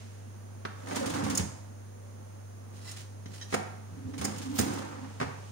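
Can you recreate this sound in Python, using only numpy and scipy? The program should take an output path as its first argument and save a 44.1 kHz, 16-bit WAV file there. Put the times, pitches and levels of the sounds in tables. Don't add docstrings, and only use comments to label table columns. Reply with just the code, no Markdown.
import sys
import numpy as np
from scipy import signal
from scipy.fft import rfft, irfft
from scipy.io import wavfile
from scipy.ndimage import uniform_filter1d

SR = 44100
rng = np.random.default_rng(int(sys.argv[2]) if len(sys.argv) > 2 else 0)


def master_out(mix):
    frames = np.transpose(np.atleast_2d(mix))
    ceiling = np.clip(frames, -1, 1)
    pcm = np.round(ceiling * 32767).astype(np.int16)
    wavfile.write(sys.argv[1], SR, pcm)


N = 242991
TIME = np.arange(N) / SR

# (frequency [Hz], relative level [dB])
AIR_SPECTRUM = [(25, 2), (70, -8.5), (140, -1.5), (180, -2.5), (225, 5.5), (280, -4), (500, -4),
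                (1000, -11.5), (2000, -20), (3500, -27.5), (16000, -33.5)]
# (frequency [Hz], relative level [dB])
HISS_SPECTRUM = [(1500, -15), (3500, -5.5), (5200, -1.5), (6500, 9.5), (7900, -7.5), (9300, 8.5),
                 (11000, -3), (13800, -14), (15200, 0.5)]
# (frequency [Hz], relative level [dB])
SIMMER_SPECTRUM = [(500, -4), (2600, 5), (4100, 2), (6500, 3), (9000, -1.5), (16000, -33)]
# (frequency [Hz], t60 [s])
KITCHEN_DECAY = [(120, 0.67), (400, 0.42), (780, 0.87), (2500, 0.63), (7000, 0.62), (15000, 0.28)]
# (frequency [Hz], gain [dB])
LEFT_PORT_EQ = [(50, -10), (100, -0.2), (160, -5.5), (500, -2), (1500, -1), (4000, -1.5), (7000, -3.5),
                (9000, -9.5), (11000, -24.5), (16000, -30)]

# (time [s], ring [dB], click [dB], sustain [x base t60])
HOLLOW_RAPS = [(.651, -9, -12.5, 2.2), (3.545, -12, -20, .7), (5.202, -11, -23, 1), (5.211, -8.5, -21, 1),
               (5.228, -14, -21, 1)]
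# (frequency [Hz], relative level [dB], base t60 [s])
HOLLOW_MODES = [(1128, 9.5, 0.015), (1312, -1, 0.067), (1440, -6.5, 0.085), (1607, 3.5, 0.022),
                (2380, -11, 0.03)]
# (frequency [Hz], relative level [dB])
CLICK_SPECTRUM = [(700, 9), (1800, -1), (3400, 3), (6000, -4), (16000, -61)]

# (time [s], plastic clack [dB], steel clash [dB])
UTENSIL_HITS = [(0.959, -5.5, -10.5), (1.059, -7, -16.5), (1.099, -9, -20), (1.139, -9, -22),
                (1.238, -10, -22), (1.299, -6.5, -12), (1.351, -13, -3.5), (1.3748, -9, 4),
                (2.913, -15.5, -18.5), (3.542, -27, -8), (4.18, -11, -39), (4.213, -11.5, -13.5),
                (4.243, -30, -10), (4.2486, -21, -1), (4.382, -18, -17), (4.417, -14, -36), (4.589, -10, 1),
                (4.599, -23, -8), (4.611, -17, -7), (4.735, -19, -18)]
# (frequency [Hz], relative level [dB])
PLASTIC_SPECTRUM = [(300, 0.5), (1500, -1.5), (3000, 1.5), (5000, 0), (6700, 2.5), (7800, -3), (9200, 1.5),
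                    (11000, -8.5), (13500, -16), (15300, -8)]
# (frequency [Hz], relative level [dB])
CLASH_SPECTRUM = [(1500, -23), (2700, -36), (4000, -26), (4900, 9), (6000, 4.5), (6700, 14), (7900, 4.5),
                  (9000, 11), (11000, -3), (13000, -27), (15200, -13)]
# (frequency [Hz], relative level [dB])
SNAP_SPECTRUM = [(2000, -34), (5000, 7), (9000, -17), (11500, 10), (13500, -13), (15200, 11)]
# (frequency before detuning [Hz], relative level [dB])
BLADE_MODES = [(5012, -8), (5469, -10), (6330, 4), (6568, -10), (6730, 1), (7450, -1), (8403, -9),
               (9040, 11)]
# (time [s], level [dB])
HANDLE_TAPS = [(3.258, -23.5), (3.413, -13.5), (3.422, -16), (4.139, -26.5)]
# (frequency [Hz], relative level [dB], t60 [s])
HANDLE_MODES = [(1800, 5, 0.018), (3122, 2.5, 0.035), (3927, 5, 0.022), (4920, 4, 0.015),
                (5820, 8.5, 0.027), (6600, 2, 0.03)]
# (start [s], length [s], rubbing [dB], ring [dB])
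HAND_SCRAPES = [(2.755, 0.1, -56.5, -82), (2.873, 0.031, -46, -49), (2.972, 0.039, -46, -60),
                (3.333, 0.1, -49.5, -65)]
# (frequency [Hz], relative level [dB], t60 [s])
DRAGGED_MODES = [(2040, -0.5, 0.056), (3850, 2, 0.031), (5400, 3, 0.03), (7000, 9, .02)]
# (time [s], rattle [dB], ring of the phone's microphone port [dB])
TRAY_JOLTS = [(1.39, -33, -66), (3.535, -35.5, -61), (4.594, -29, -28.5)]

# (time [s], knock [dB], boom [dB], panel ring [dB], first rebound gap or 0 for none [s])
WOOD_HITS = [(.651, -10, -11.5, -21, 0.0029), (.911, -8, -22, -29, 0.0064), (.966, -4.5, -34, -13, 0),
             (1.142, -19, -16, -10.5, 0.0068), (1.228, -20, -5, -18, 0.0049),
             (1.389, -8.5, -2.5, -15, 0.016), (3.259, -20, -19.5, -45, 0), (3.526, -4.5, -10, -13, 0.005),
             (3.541, 4, -10, -10, 0), (3.546, -4.5, -11, -14, 0), (4.138, -17, -39, -23, 0),
             (4.213, -11, -8, -16, 0.0047), (4.247, -5, -10.5, -23, 0.0047), (4.589, -2, 1, -12, 0.0097),
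             (4.68, -19, -6, -14, 0.025), (5.201, -3.5, -17, -22, 0), (5.213, -1.5, -5, -10, 0.008)]
# (frequency [Hz], relative level [dB])
WOOD_SPECTRUM = [(70, -22), (165, 10.5), (400, 3), (560, 5), (1300, -5.5), (2100, -3.5), (3200, -16),
                 (6000, -18), (10000, -25), (16000, -44)]
# (frequency [Hz], relative level [dB], t60 [s])
CABINET_MODES = [(152.4, -12, 0.36), (170.6, -0.5, 0.13), (213, 11, 0.08), (240.3, 2, 0.075),
                 (267.2, -2, 0.17), (310, 3, 0.081), (427.6, 1.5, 0.16), (516, -3, 0.22)]
# (frequency [Hz], relative level [dB], t60 [s])
PANEL_MODES = [(407, 0.5, 0.081), (667, 9.5, 0.072), (917, 10, 0.041), (1066, 8, 0.051), (1262, 2.5, 0.057),
               (1514, 5.5, 0.05)]
# (time [s], level [dB])
BOX_SLAMS = [(1.328, -5.5), (1.399, -3.5), (3.258, -17), (3.529, -7.5), (4.598, 3.5), (4.6107, 4),
             (4.633, 0.5)]
# (frequency [Hz], relative level [dB], t60 [s])
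BOX_MODES = [(156, -5.5, .13), (216, 5, 0.048), (255, 0, 0.073), (315, -6, .1), (423, -2.5, .07)]
# (time [s], level [dB])
RAIL_THUMPS = [(1.23, -7), (1.388, -.5), (3.916, -15), (4.043, -12), (4.187, -6), (5.216, -9)]
# (frequency [Hz], relative level [dB], t60 [s])
THUMP_MODES = [(72.5, 1.1, 0.047), (83.9, 3.8, 0.2), (111, 7.6, 0.053), (171.6, 2.3, 0.19)]
# (time [s], level [dB])
SHEET_HITS = [(3.541, -4), (4.592, -16), (5.213, -17)]
# (frequency [Hz], relative level [dB], t60 [s])
SHEET_MODES = [(657, -1, 0.17), (720, -1, 0.27), (763, -1, 0.3), (890, -4, 0.31)]

# (start [s], length [s], starting roller pitch [Hz],
# speed lost by the end [0-1], relative whirr [dB], grinding [dB], utensil rattle [dB])
DRAWER_STROKES = [(.92, 0.093, 290, 0.02, -39.5, -41.5, -43.5),
                  (1.06, 0.086, 301.2, 0.07, -35.5, -39.5, -57), (1.17, 0.13, 278, 0.07, -36, -39, -43.5),
                  (1.325, 0.022, 235, 0.02, -34.5, -49.5, -57), (3.98, 0.14, 280.3, 0.06, -44.5, -61, -75),
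                  (4.25, 0.029, 276, 0.2, -39, -43, -47.5), (4.36, 0.12, 268, 0, -35.5, -51.5, -50),
                  (4.62, .15, 305, 0.03, -38, -42, -45), (4.85, 0.2, 276.4, 0.03, -45.5, -50.5, -79)]
# (frequency [Hz], relative level [dB])
GRIT_SPECTRUM = [(50, -24), (140, -2), (300, -0.5), (390, 2.5), (520, 4.5), (660, -1.5), (850, 3.5),
                 (1300, 0), (2200, -8), (3500, -22), (8000, -21.5), (16000, -97)]

STROKE_RISE_S, STROKE_COAST_S = 0.45, 0.53


def amp(db):
    return 10 ** (np.asarray(db) / 20)


def decay(t, t60):
    return np.exp(-np.log(1000) * t / t60)


def on_log_axis(hz, points):
    f, value = np.transpose(points)
    return np.interp(np.log(hz + 1), np.log(f), value)


def convolve(x, response):
    return signal.fftconvolve(np.atleast_2d(x), np.atleast_2d(response), axes=1)[:, :N]


def unit(response):
    return response / np.sqrt(np.mean(np.sum(response ** 2, axis=-1)))


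def colour(points, size=4096):
    gain = amp(on_log_axis(np.fft.rfftfreq(size, 1 / SR), points))
    cepstrum = irfft(np.log(gain))
    cepstrum[1:size // 2] *= 2
    cepstrum[size // 2 + 1:] = 0
    return irfft(np.exp(rfft(cepstrum)))


def shaped(x, spectrum):
    return convolve(x, unit(colour(spectrum)))


def ring(modes, turn=-1, size=22050):
    t = TIME[:size]
    return unit(sum(turn ** k * amp(db) * np.sin(2 * np.pi * hz * t) * decay(t, t60)
                    for k, (hz, db, t60) in enumerate(modes)))


def diffuse(size, alike_hz=650):
    shared, left, right = rfft(rng.standard_normal((3, size)))
    likeness = 1 / (1 + (np.fft.rfftfreq(size, 1 / SR) / alike_hz) ** 2)
    return irfft(np.sqrt(likeness) * shared + np.sqrt(1 - likeness) * np.array([left, right]), size)


def walk(rate):
    hold = int(SR / rate)
    steps = np.repeat(rng.standard_normal(N // hold + 1), hold)
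    smooth = uniform_filter1d(uniform_filter1d(steps, hold), hold)[:N]
    return smooth / smooth.std()


def grains(rate, spread_db):
    ticks = (rng.random(N) < rate / SR) * rng.choice([-1, 1], N)
    ticks = ticks * amp(spread_db * np.clip(rng.standard_normal(N), -2, 2))
    return ticks / ticks.std()


def rasp(rate, spread_db, grain_s):
    power = np.abs(convolve(grains(rate, spread_db) ** 2, np.exp(-TIME[:2000] / grain_s)))
    return diffuse(N) * np.sqrt(power / power.mean())


def whirr(hz):
    phase = 2 * np.pi * np.cumsum(hz * (1 + 0.03485 * walk(25))) / SR
    return walk(110) * np.cos(phase) + walk(110) * np.sin(phase)


def impulses(times, dbs):
    force = np.zeros(N)
    force[(np.asarray(times) * SR).astype(int)] = amp(dbs)
    return force


def scatter(t60, direct_db, rise_s=0.0026, size=6000):
    t = TIME[:size]
    response = unit(diffuse(size) * (1 - np.exp(-t / rise_s)) * decay(t, t60))
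    response[:, 0] += amp(direct_db)
    return unit(response)


def blows(times, dbs, t60, direct_db):
    track = np.zeros((2, N + SR))
    for s, db in zip(times, dbs):
        burst, start = scatter(t60, direct_db), int(s * SR)
        track[:, start:start + burst.shape[1]] += amp(db) * burst
    return track[:, :N]


def struck(s, db, modes, t60, direct_db):
    burst = convolve(scatter(t60, direct_db), ring(modes))
    return amp(db) * np.pad(burst, ((0, 0), (int(s * SR), N)))[:, :N]


def swell(start, length, rise_s, fall_s):
    early, late = np.maximum(start - TIME, 0), np.maximum(TIME - start - length, 0)
    return decay(early, rise_s) * decay(late, fall_s)


def movements(starts, lengths, dbs, rise_s, fall_s):
    return np.sqrt(sum((amp(db) * swell(s, length, rise_s, fall_s)) ** 2
                       for s, length, db in zip(starts, lengths, dbs)))


def background():
    air = shaped(diffuse(N), AIR_SPECTRUM) * amp(-50.5 + .5 * walk(6.08))
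    hiss = shaped(diffuse(N), HISS_SPECTRUM) * amp(-60.5)
    simmer_db = np.interp(TIME, [0, .9, 4.9, 5.5], [-56, -95, -58, -58])
    simmer = shaped(diffuse(N), SIMMER_SPECTRUM) * amp(simmer_db)
    hum = np.sqrt(2) * np.sin(2 * np.pi * 100.2 * TIME) * amp(-45 + 0.29 * walk(5.35))
    return hum + air + hiss + simmer


def kitchen_reverb(x, build_s=0.0024, size=44100):
    t, hz = TIME[:size], np.fft.rfftfreq(size, 1 / SR)
    centres = np.geomspace(100, 16000, 9)
    noise, tail = rfft(diffuse(size)), 0
    for centre, pick in zip(centres, np.eye(len(centres))):
        band = irfft(noise * np.interp(np.log(hz + 1), np.log(centres), pick), size)
        tail = tail + band * decay(t, on_log_axis(centre, KITCHEN_DECAY))
    return convolve(x, unit(tail * (1 - np.exp(-t / build_s))))


def raps():
    times, _, click_db, _ = np.transpose(HOLLOW_RAPS)
    sound = shaped(blows(times, click_db, t60=.022, direct_db=-8), CLICK_SPECTRUM)
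    for s, ring_db, _, sustain in HOLLOW_RAPS:
        modes = [(hz, db, t60 * sustain) for hz, db, t60 in HOLLOW_MODES]
        sound += struck(s, ring_db, modes, t60=0.019, direct_db=2.5)
    return sound


def jangle(ring_db=-15, ring_t60_s=0.061, detune=.012):
    sound = np.zeros((2, N))
    for s, _, steel_db in UTENSIL_HITS:
        ratios = 1 + detune * rng.standard_normal(len(BLADE_MODES))
        modes = [(hz * ratio, db, ring_t60_s) for (hz, db), ratio in zip(BLADE_MODES, ratios)]
        sound += struck(s, steel_db + ring_db, modes, t60=0.018, direct_db=-12)
    return sound


def agitation():
    start, length, *_, rattle_db = np.transpose(DRAWER_STROKES)
    shaken = movements(start, length, rattle_db, STROKE_RISE_S, STROKE_COAST_S)
    start, length, rub_db, ring_db = np.transpose(HAND_SCRAPES)
    stirred, dragging = (movements(start, length, db, rise_s=0.17, fall_s=0.15)
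                         for db in (rub_db, ring_db))
    times, jolt_db, port_db = np.transpose(TRAY_JOLTS)
    jolted, port_drive = (movements(times, np.zeros_like(times), db, rise_s=0.12, fall_s=0.13)
                          for db in (jolt_db, port_db))
    sliding = np.sqrt(shaken ** 2 + stirred ** 2 + jolted ** 2)
    return sliding, dragging, port_drive


def utensils():
    times, clack_db, steel_db = np.transpose(UTENSIL_HITS)
    sliding, dragging, port_drive = agitation()
    friction = rasp(rate=470, spread_db=0.5, grain_s=0.0032)
    clacks = blows(times, clack_db, t60=0.14, direct_db=-9.5)
    plastic = shaped(friction * sliding + clacks, PLASTIC_SPECTRUM)
    clashes = blows(times, steel_db, t60=.028, direct_db=-7)
    snap_db = -7 + 0.75 * steel_db
    snaps = blows(times, snap_db, t60=.02, direct_db=-8)
    steel = shaped(clashes, CLASH_SPECTRUM) + shaped(snaps, SNAP_SPECTRUM) + jangle()
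    taps = blows(*np.transpose(HANDLE_TAPS), t60=0.057, direct_db=-3.5)
    handles = convolve(taps, ring(HANDLE_MODES))
    dragged = convolve(friction * dragging, ring(DRAGGED_MODES))
    port_ring = convolve(friction * port_drive + amp(-14.5) * clashes, ring([(15700, 0, 0.0009)]))
    return plastic + steel + handles + dragged + port_ring


def rebounds(contacts=4, gap_ratio=.92, step_db=3.5):
    for s, knock_db, boom_db, panel_db, gap in WOOD_HITS:
        for k in range(contacts if gap > 0 else 1):
            loss_db = step_db * k
            yield s, knock_db - loss_db, boom_db - loss_db, panel_db - loss_db
            s += gap * gap_ratio ** k


def woodwork(low_cut_hz=96):
    times, knock_db, boom_db, panel_db = np.transpose(list(rebounds()))
    knock = shaped(blows(times, knock_db, t60=.038, direct_db=-3), WOOD_SPECTRUM)
    cabinet = convolve(impulses(times, boom_db), ring(CABINET_MODES, turn=0.89))
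    box = convolve(impulses(*np.transpose(BOX_SLAMS)), ring(BOX_MODES, turn=1))
    low_cut = signal.butter(2, low_cut_hz, "highpass", fs=SR, output="sos")
    boom = signal.sosfilt(low_cut, cabinet + box)
    panel = convolve(impulses(times, panel_db), ring(PANEL_MODES))
    thump = convolve(impulses(*np.transpose(RAIL_THUMPS)), ring(THUMP_MODES))
    metal = convolve(impulses(*np.transpose(SHEET_HITS)), ring(SHEET_MODES))
    return knock + boom + panel + thump + metal


def groan(start_s=1.005, length_s=0.0263, start_hz=607, sag_hz_per_s=3360):
    hz = start_hz - sag_hz_per_s * np.clip(TIME - start_s, 0, length_s)
    return amp(-35) * whirr(hz) * swell(start_s, length_s, STROKE_RISE_S, fall_s=0.15)


def roller_pitch(braking_power=3.9):
    hz = np.full(N, float(DRAWER_STROKES[0][2]))
    for start, length, pitch_hz, lost, *_ in DRAWER_STROKES:
        progress = np.clip((TIME - start) / length, 0, 1)
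        hz = np.where(TIME >= start, pitch_hz * (1 - lost * progress ** braking_power), hz)
    return hz


def runners():
    start, length, _, _, whirr_db, grind_db, _ = np.transpose(DRAWER_STROKES)
    rolling, grinding = (movements(start, length, db, STROKE_RISE_S, STROKE_COAST_S)
                         for db in (whirr_db, grind_db))
    rolling *= amp(3 * walk(rate=19))
    hz = roller_pitch()
    low_tone = amp(-3) * whirr(hz) * rolling
    high_tone = amp(-9.5) * whirr(1.85 * hz) * grinding
    bumps = grains(rate=150, spread_db=4.5) * rolling
    rumble = amp(-7.5) * convolve(bumps, ring(CABINET_MODES, turn=0.92))
    grit = rasp(rate=470, spread_db=5, grain_s=0.0029) * grinding
    grind = shaped(grit, GRIT_SPECTRUM) + amp(-23) * convolve(grit, ring(PANEL_MODES))
    return low_tone + high_tone + groan() + rumble + grind


def scene():
    rolling, wood, hollow, cutlery = runners(), woodwork(), raps(), utensils()
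    send = amp(-4) * rolling + amp(-5.5) * wood + amp(-6.5) * hollow + amp(-9) * cutlery
    return rolling + wood + hollow + cutlery + kitchen_reverb(send) + background()


def record(dry):
    right_lag_s, bottom_hz, top_hz = .00063, 55, 15700
    left = convolve(dry[0], colour(LEFT_PORT_EQ))[0]
    right = np.pad(dry[1], (round(right_lag_s * SR), 0))[:N]
    low_pass = signal.ellip(10, .2, 80, top_hz, fs=SR, output="sos")
    high_pass = signal.butter(3, bottom_hz, "highpass", fs=SR, output="sos")
    return signal.sosfilt(low_pass, signal.sosfilt(high_pass, np.array([left, right])))


dry = scene()
out = record(dry)
master_out(out)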